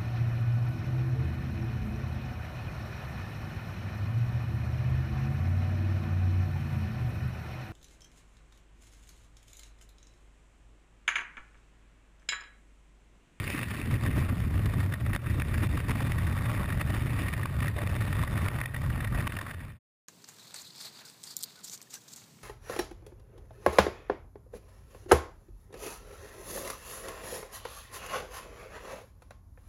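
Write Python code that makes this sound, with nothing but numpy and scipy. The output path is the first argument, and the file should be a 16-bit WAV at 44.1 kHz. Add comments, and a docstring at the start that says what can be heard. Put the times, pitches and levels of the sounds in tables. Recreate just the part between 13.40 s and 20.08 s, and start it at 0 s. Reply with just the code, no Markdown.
"""Wind over a cased helmet camera

Air at falling speed tears over a helmet camera shut in a hard case, right at the microphone.
Big eddies buffet the diaphragm near 100 Hz, as lumpy noise with quicker slaps above it.
Small eddies hiss as flickering noise and spit in brief puffs, both through the modes of the case.
The camera ducks and clips, and its samples are held in steps; the sound fades out at the end."""
import sys
import numpy as np
from scipy import signal
from scipy.fft import rfft, irfft
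from scipy.io import wavfile
from scipy.ndimage import uniform_filter1d

SR = 44100
rng = np.random.default_rng(int(sys.argv[2]) if len(sys.argv) > 2 else 0)


def attenuation_scalar(level_db):
    """Turn a level in dB into a linear amplitude multiplier (20 dB per decade)."""
    decades = np.asarray(level_db, float) / 20
    return 10 ** decades


def digitize_waveform(pressure):
    """Quantize a signal to 16-bit integers and store it at the path in sys.argv[1].

    Rows of a 2-D input are taken as channels; values are limited to [-1, 1].
    """
    field = np.atleast_2d(pressure).T
    bounded = np.clip(field, -1, 1)
    quanta = np.round(bounded * 32767).astype(np.int16)
    wavfile.write(sys.argv[1], SR, quanta)


N = 294588

# Colour of the small eddies. Each row: frequency in Hz, relative density in dB per Hz.
HISS_SPECTRUM = [(250, -6), (500, -15.5), (800, -11), (1500, -8.5), (2500, -9), (3300, -18.5),
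                 (4500, -22.5), (5600, -21.5), (6000, -29.5)]
# The stream as the head turns. Each row: time in seconds, large eddies in dB, small eddies in dB,
# how far the microphone port faces the air (0 to 1).
STREAM = [(0, -29, -38.5, 0.84), (.2, -34.5, -41.5, 0.78), (.45, -32, -44, 0.63), (.6, -27, -44.5, .5),
          (1.1, -28, -42.5, 0.38), (1.5, -28.5, -43.5, 0.2), (2.0, -27.5, -44, 0.57),
          (2.5, -27, -42.5, 0.56), (3.0, -30, -36.5, 0.11), (3.6, -29, -42, 0.5), (4.1, -31, -39.5, .2),
          (4.7, -29.5, -40, 0.34), (5.3, -32, -37, 0), (5.75, -32, -41.5, 0.18), (6.05, -36, -36, 0),
          (6.38, -27.5, -40, 0.46)]
LARGE, SMALL, FACING = 1, 2, 3  # columns of the stream
USUAL_LARGE_DB = -30  # large eddies at which slaps and roar have their plain level


def evened(x):
    """Scales to rms 1."""
    return x / np.sqrt(np.mean(x ** 2) + 1e-20)


def read(points, hz):
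    """Reads a spectrum on a log-frequency axis."""
    f, value = np.transpose(points)
    return np.interp(np.log(hz + 1), np.log(f + 1), value)


def control(table, column, t):
    """One column of a control table at times t."""
    rows = np.array(table)
    return np.interp(t, rows[:, 0], rows[:, column])


def wander(low_hz, high_hz):
    """Random wobble of rms 1 with about equal power in each octave of a range of rates."""
    hz = np.fft.rfftfreq(N, 1 / SR)
    shape = 1 / np.sqrt(hz + low_hz) * (hz / (hz + low_hz)) / (1 + (hz / high_hz) ** 2)
    return evened(irfft(rfft(rng.standard_normal(N)) * shape, N))


def noise(field_db, size, patchy_db=0):
    """Noise of rms 1 whose short-time spectrum follows field_db(hz, t), broken into drifting patches."""
    hop = size // 4
    frames = 4 * N // size + 5
    hz = np.fft.rfftfreq(size, 1 / SR)[:, None]
    a, b, patches = rng.standard_normal((frames, len(hz), 3)).T
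    patches = uniform_filter1d(patches, size=8, axis=0)
    patches = evened(uniform_filter1d(patches, size=8, axis=1))
    level_db = field_db(hz, np.arange(frames) * size / 4 / SR) + patchy_db * patches
    z = (a + 1j * b) * attenuation_scalar(level_db)
    return evened(signal.istft(z, nperseg=size, noverlap=size - hop)[1][:N])


def partly_levelled(x, power):
    """Divides x by a power of its own slow swing, so that its lumps even out in part."""
    smooth_power = uniform_filter1d(uniform_filter1d(x ** 2, size=1300), size=1300)
    swing = np.sqrt(abs(smooth_power) + 0.045)
    return evened(x / swing ** power)


def bump(t, middle, length, db):
    """A smooth bell in dB, length wide at half height and never under 10 ms."""
    return db * np.exp(-4 * np.log(2) * ((t - middle) / max(length, .01)) ** 2)


def eddies(column, t):
    """Strength in dB of the large or small eddies: the stream plus every gust and lull as a smooth bump."""
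    # Each row of both: middle in seconds, length in seconds,
    # change of the large eddies in dB, change of the small eddies in dB.
    gusts = [(.1, 0.11, -4, 5.5), (.54, 0.041, 5.5, 5), (.66, 0.059, -1, 8), (.79, 0.053, 2.5, 8.5),
             (1.17, 0.022, 6, 2.5), (1.27, 0.027, 4, 2.5), (1.4, 0.09, 1.5, 4.5), (1.75, 0.03, 5.5, 9.5),
             (2.15, 0.013, -5, 7), (2.24, 0.026, -2.5, 12), (2.51, 0.024, 7.5, 11.5),
             (2.61, .05, -3.5, 3.5), (2.9, 0.24, 1, -1), (3.12, 0.11, -0.5, 3), (3.38, 0.11, 2.5, -1),
             (3.55, 0.028, -3.5, 6), (3.82, 0.074, -2, 5), (3.94, 0.02, 1.5, 4.5), (4.19, 0.033, 4.5, -3.5),
             (4.27, 0.063, 3.5, 2.5), (4.4, 0.031, -7.5, 2.5), (4.62, 0.027, 2.5, 2), (4.83, .06, 10, 6.5),
             (5.07, 0.15, 1.5, 4), (5.49, 0.064, 4.5, -1), (5.63, 0.023, 0, 3.5), (5.79, .1, 4.5, 4.5)]
    lulls = [(0.051, 0.068, -2.5, -7.5), (0.354, 0.088, -5.5, -0.5), (0.602, 0.035, -8, -3),
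             (0.873, 0.034, -6.5, -0.5), (0.958, 0.013, -19, -5), (1.092, 0.021, -0.5, -5.5),
             (1.572, 0.095, -4.5, -2.5), (1.806, 0.078, -8.5, -4), (2.077, 0.058, -3.5, 1.5),
             (2.282, 0.012, -4.5, -22), (2.452, 0.15, -5, -2), (3.265, 0.083, -3.5, -2),
             (3.417, 0.018, -11.5, 10.5), (3.578, 0.024, 2, 1.5), (3.914, 0.037, -3, -1.5),
             (4.09, 0.095, -3.5, -2.5), (4.326, 0.087, -2, -4.5), (4.854, 0.063, -9, -4.5),
             (5.115, 0.027, -5.5, -6), (5.304, 0.14, -4, -5.5), (5.407, 0.026, 2.5, -5),
             (5.684, .04, 2.5, -6), (6.058, 0.091, -6.5, -0.5), (6.17, .05, -1, -5.5)]
    bumps = sum(bump(t, row[0], row[1], row[column + 1]) for row in gusts + lulls)
    return control(STREAM, column, t) + bumps


def buffeting():
    """Large eddies push the diaphragm: a lumpy throb, and quicker slaps above it."""
    # Throb and slaps. Each row: frequency in Hz, relative density in dB per Hz.
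    throb_spectrum = [(10, -41), (30, -12.5), (50, -4), (80, 2.5), (104, 7.5), (130, -1), (170, -10),
                      (260, -52.5)]
    slap_spectrum = [(90, -42), (160, 2), (220, -1), (320, -11.5), (480, -23.5), (700, -62)]
    t, coarse = np.arange(N) / SR, np.arange(0, N, 128) / SR
    large_db, small_db = eddies(LARGE, coarse), eddies(SMALL, coarse)

    # slaps take a share of the swing of both eddy sizes, and grow as the port faces the air
    slap_db = -43 + 0.54 * (large_db - USUAL_LARGE_DB)
    slap_db += 0.7 * (small_db - control(STREAM, SMALL, coarse))
    slap_db += 7.5 * control(STREAM, FACING, coarse)

    def throb_field_db(hz, s):
        """Facing the air tilts the throb toward the deep."""
        tilt_db = 4 * control(STREAM, FACING, s) ** 2
        return read(throb_spectrum, hz) - tilt_db * np.log2(hz / 90 + .1)

    def slap_field_db(hz, s):
        """Facing the air raises the pitch of the slaps, by up to 48 percent."""
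        facing = np.clip(control(STREAM, FACING, s), 0, 1)
        return read(slap_spectrum, hz / (1 + 0.48 * facing ** 2))

    throb = partly_levelled(noise(throb_field_db, size=2048), 0.612)
    slaps = noise(slap_field_db, size=1024)
    slaps = slaps * evened(attenuation_scalar(2.6 * wander(7.5, 51)))
    throb = throb * attenuation_scalar(np.interp(t, coarse, large_db))
    return throb + slaps * attenuation_scalar(np.interp(t, coarse, slap_db))


def hiss():
    """Small eddies: broad noise that flickers fast over a steadier stream."""
    # One swell of the roar: middle in seconds, length in seconds, rise in dB at its centre.
    roar_surge = (4.4, 0.089, 8.9)
    t, coarse = np.arange(N) / SR, np.arange(0, N, 128) / SR

    def field_db(hz, s):
        """Facing the air brightens the hiss and lifts the 2.5 kHz flutter; large eddies lift the roar."""
        facing = control(STREAM, FACING, s)
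        large_rise_db = control(STREAM, LARGE, s) - USUAL_LARGE_DB
        roar_db = -1 + bump(s, *roar_surge) + 0.73 * large_rise_db
        roar = roar_db / (1 + ((hz - 600) / 250) ** 2)
        flutter = (-2.5 + 8.5 * facing) / (1 + ((hz - 2500) / 500) ** 2)
        tilt = (-5 + 6.5 * facing) * np.log2(hz / 1500 + 0.8)
        return read(HISS_SPECTRUM, hz) + roar + flutter + tilt

    bursts = evened(attenuation_scalar(5.08 * np.minimum(wander(14, 170), 2.3)))
    flicker = evened(0.41 + bursts)  # the constant is the steadier stream
    level = attenuation_scalar(np.interp(t, coarse, eddies(SMALL, coarse)))
    return noise(field_db, size=512, patchy_db=1.69) * flicker * level


def spits():
    """Eddies burst on the port: puffs of noise, quick to rise, each around its own pitch; strong ones are brief."""
    # Each row: time in seconds (the puff peaks PEAK_S later), peak in dB ahead of the case, centre in Hz.
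    bursts = [(0.0762, -24, 2350), (0.1207, -27.5, 2720), (0.1461, -25.5, 2450), (0.19, -25, 2500),
              (0.2299, -19.5, 2410), (0.3113, -30, 2470), (0.538, -30, 1916), (0.6632, -30, 1820),
              (1.258, -25, 1910), (1.401, -30, 2120), (1.5221, -30, 1890), (1.5377, -26, 1850),
              (1.7325, -25, 1860), (1.7479, -20.5, 1860), (1.7606, -14, 1210), (1.998, -25.5, 2710),
              (2.0187, -18, 2030), (2.1425, -27.5, 1720), (2.2306, -30.5, 2430), (2.3738, -27, 1200),
              (2.4934, -24, 1087), (2.7184, -24, 1890), (2.7836, -27.5, 1820), (2.8682, -31, 1906),
              (2.9861, -32.5, 1810), (3.231, -30.5, 1108), (3.3014, -28, 1880), (3.3237, -28.5, 1036),
              (3.4118, -22.5, 1790), (3.8651, -35, 1810), (3.8838, -24, 1850), (3.9276, -30.5, 1830),
              (3.9354, -24, 1820), (4.0323, -28, 1840), (4.0556, -21.5, 1100), (4.2031, -30, 2130),
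              (4.2257, -26, 1170), (4.2578, -30, 1870), (4.28, -23.5, 1870), (4.3862, -30, 1815),
              (4.6068, -31.5, 1820), (4.7272, -27.5, 1870), (4.8346, -23, 1150), (4.8755, -30, 1880),
              (4.975, -26, 1750), (5.0831, -20, 2204), (5.2023, -30, 1130), (5.2127, -19.5, 1120),
              (5.2354, -28.5, 1796), (5.257, -20.5, 1820), (5.3432, -31, 1890), (5.3627, -29, 1870),
              (5.5006, -30, 1780), (5.6052, -28.5, 1860), (5.6447, -27, 1790), (5.6727, -31, 1780),
              (5.8044, -28.5, 1800), (5.8691, -22.5, 1170), (5.8739, -16.5, 1186), (5.921, -24.5, 1830),
              (5.9667, -26.5, 1815), (5.9878, -23.5, 1760), (6.0116, -26, 1150), (6.0666, -29.5, 1150),
              (6.11, -25, 1800), (6.204, -31.5, 1820)]
    PEAK_S = .0022
    out, size = np.zeros(N), 1024
    hz, t = np.fft.rfftfreq(size, 1 / SR), np.arange(size) / SR
    puffs = rng.standard_normal((len(bursts), size))
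    for (s, db, centre_hz), puff in zip(bursts, puffs):
        pitch_db = 8 / (1 + ((hz - centre_hz) / 400) ** 2)
        colour = attenuation_scalar(read(HISS_SPECTRUM, hz) + pitch_db)
        colour = colour / (1 + (600 / (hz + 1)) ** 4)  # too brief to carry bass
        length = np.clip(.0028 * attenuation_scalar(-(db + 23)), .001, .004)  # seconds from onset to peak; 2.8 ms at -23 dB
        u = t / length
        shape = u * np.exp(1 - u ** 2 / 2)
        shaped = irfft(rfft(puff) * colour, size) * shape
        gain = np.linalg.norm(shape) / np.linalg.norm(shaped) / 3.35  # peaks stand over the rms
        part = out[round((s + PEAK_S - length) * SR):][:size]
        part += attenuation_scalar(db) * shaped * gain
    return out


def case(x):
    """The sound passes the wall of the case and rings its modes."""
    # Each row: mode frequency in Hz, width in Hz, level in dB over the plain path.
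    wall_modes = [(582, 102, 4.5), (1150, 158, -1.5), (1860, 98, 4), (2336, 360, -36), (3592, 115, 4.5),
                  (4635, 130, -5.5)]
    hz = np.fft.rfftfreq(N, 1 / SR)
    modes = sum(attenuation_scalar(db) / (1 + 2j * (hz - f) / width) for f, width, db in wall_modes)
    return irfft(rfft(x) * (1 + modes), N) * attenuation_scalar(-2.0)  # loss in the wall


def scene():
    """Buffeting at the diaphragm, hiss and spits through the case."""
    return (buffeting() + case(hiss() + spits()))[None]


def ducked(x):
    """Gain control: sharp pressure changes over a threshold turn the level down, a few ms late."""
    treble = np.gradient(x) * 4
    power_db = 10 * np.log10(abs(uniform_filter1d(treble ** 2, size=130)) + 1e-12)
    fall = np.arange(N) / SR * 120  # the detector falls back 120 dB a second
    held_db = np.maximum.accumulate(power_db + fall) - fall
    over_db = np.maximum(held_db + 34.0, 0)
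    late_db = signal.lfilter(np.ones(400) / 400, 1, over_db)
    return x / attenuation_scalar(.6 * late_db)


def clipped_and_held(x):
    """Clips at 12 kHz sampling and holds each sample for four steps, then limits the band."""
    # Band limit. Each row: frequency in Hz, gain as a plain factor.
    edge = [(0, 1), (15150, 1), (15300, .3), (15750, .05), (15900, 0), (24000, 0)]
    HELD_HZ, STEPS, CEILING = 12000, 4, .0905
    clipped = np.clip(signal.resample_poly(x, 40, 147), -CEILING, CEILING)
    held = np.repeat(clipped, STEPS)  # holding leaves mirror bands around the sampling rate
    band_limit = signal.firwin2(801, *np.transpose(edge), fs=STEPS * HELD_HZ)
    held = signal.oaconvolve(held, band_limit, "same")
    out = signal.resample_poly(held, 147, 160)[:N]
    return np.pad(out, (0, N - len(out)))


def roll_off(x):
    """The treble ends steeply here."""
    return signal.sosfilt(signal.butter(12, 15670, fs=SR, output="sos"), x)


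def record(dry):
    """The camera ducks, clips and holds its samples; a straight fade closes the sound."""
    # Closing fade: start in seconds, end in seconds.
    fade = (5.94, 6.389)
    out = clipped_and_held(ducked(dry[0]))
    out = out * np.interp(np.arange(N) / SR, fade, (1, 0))
    return roll_off(out[None])


dry = scene()
out = record(dry)
digitize_waveform(out)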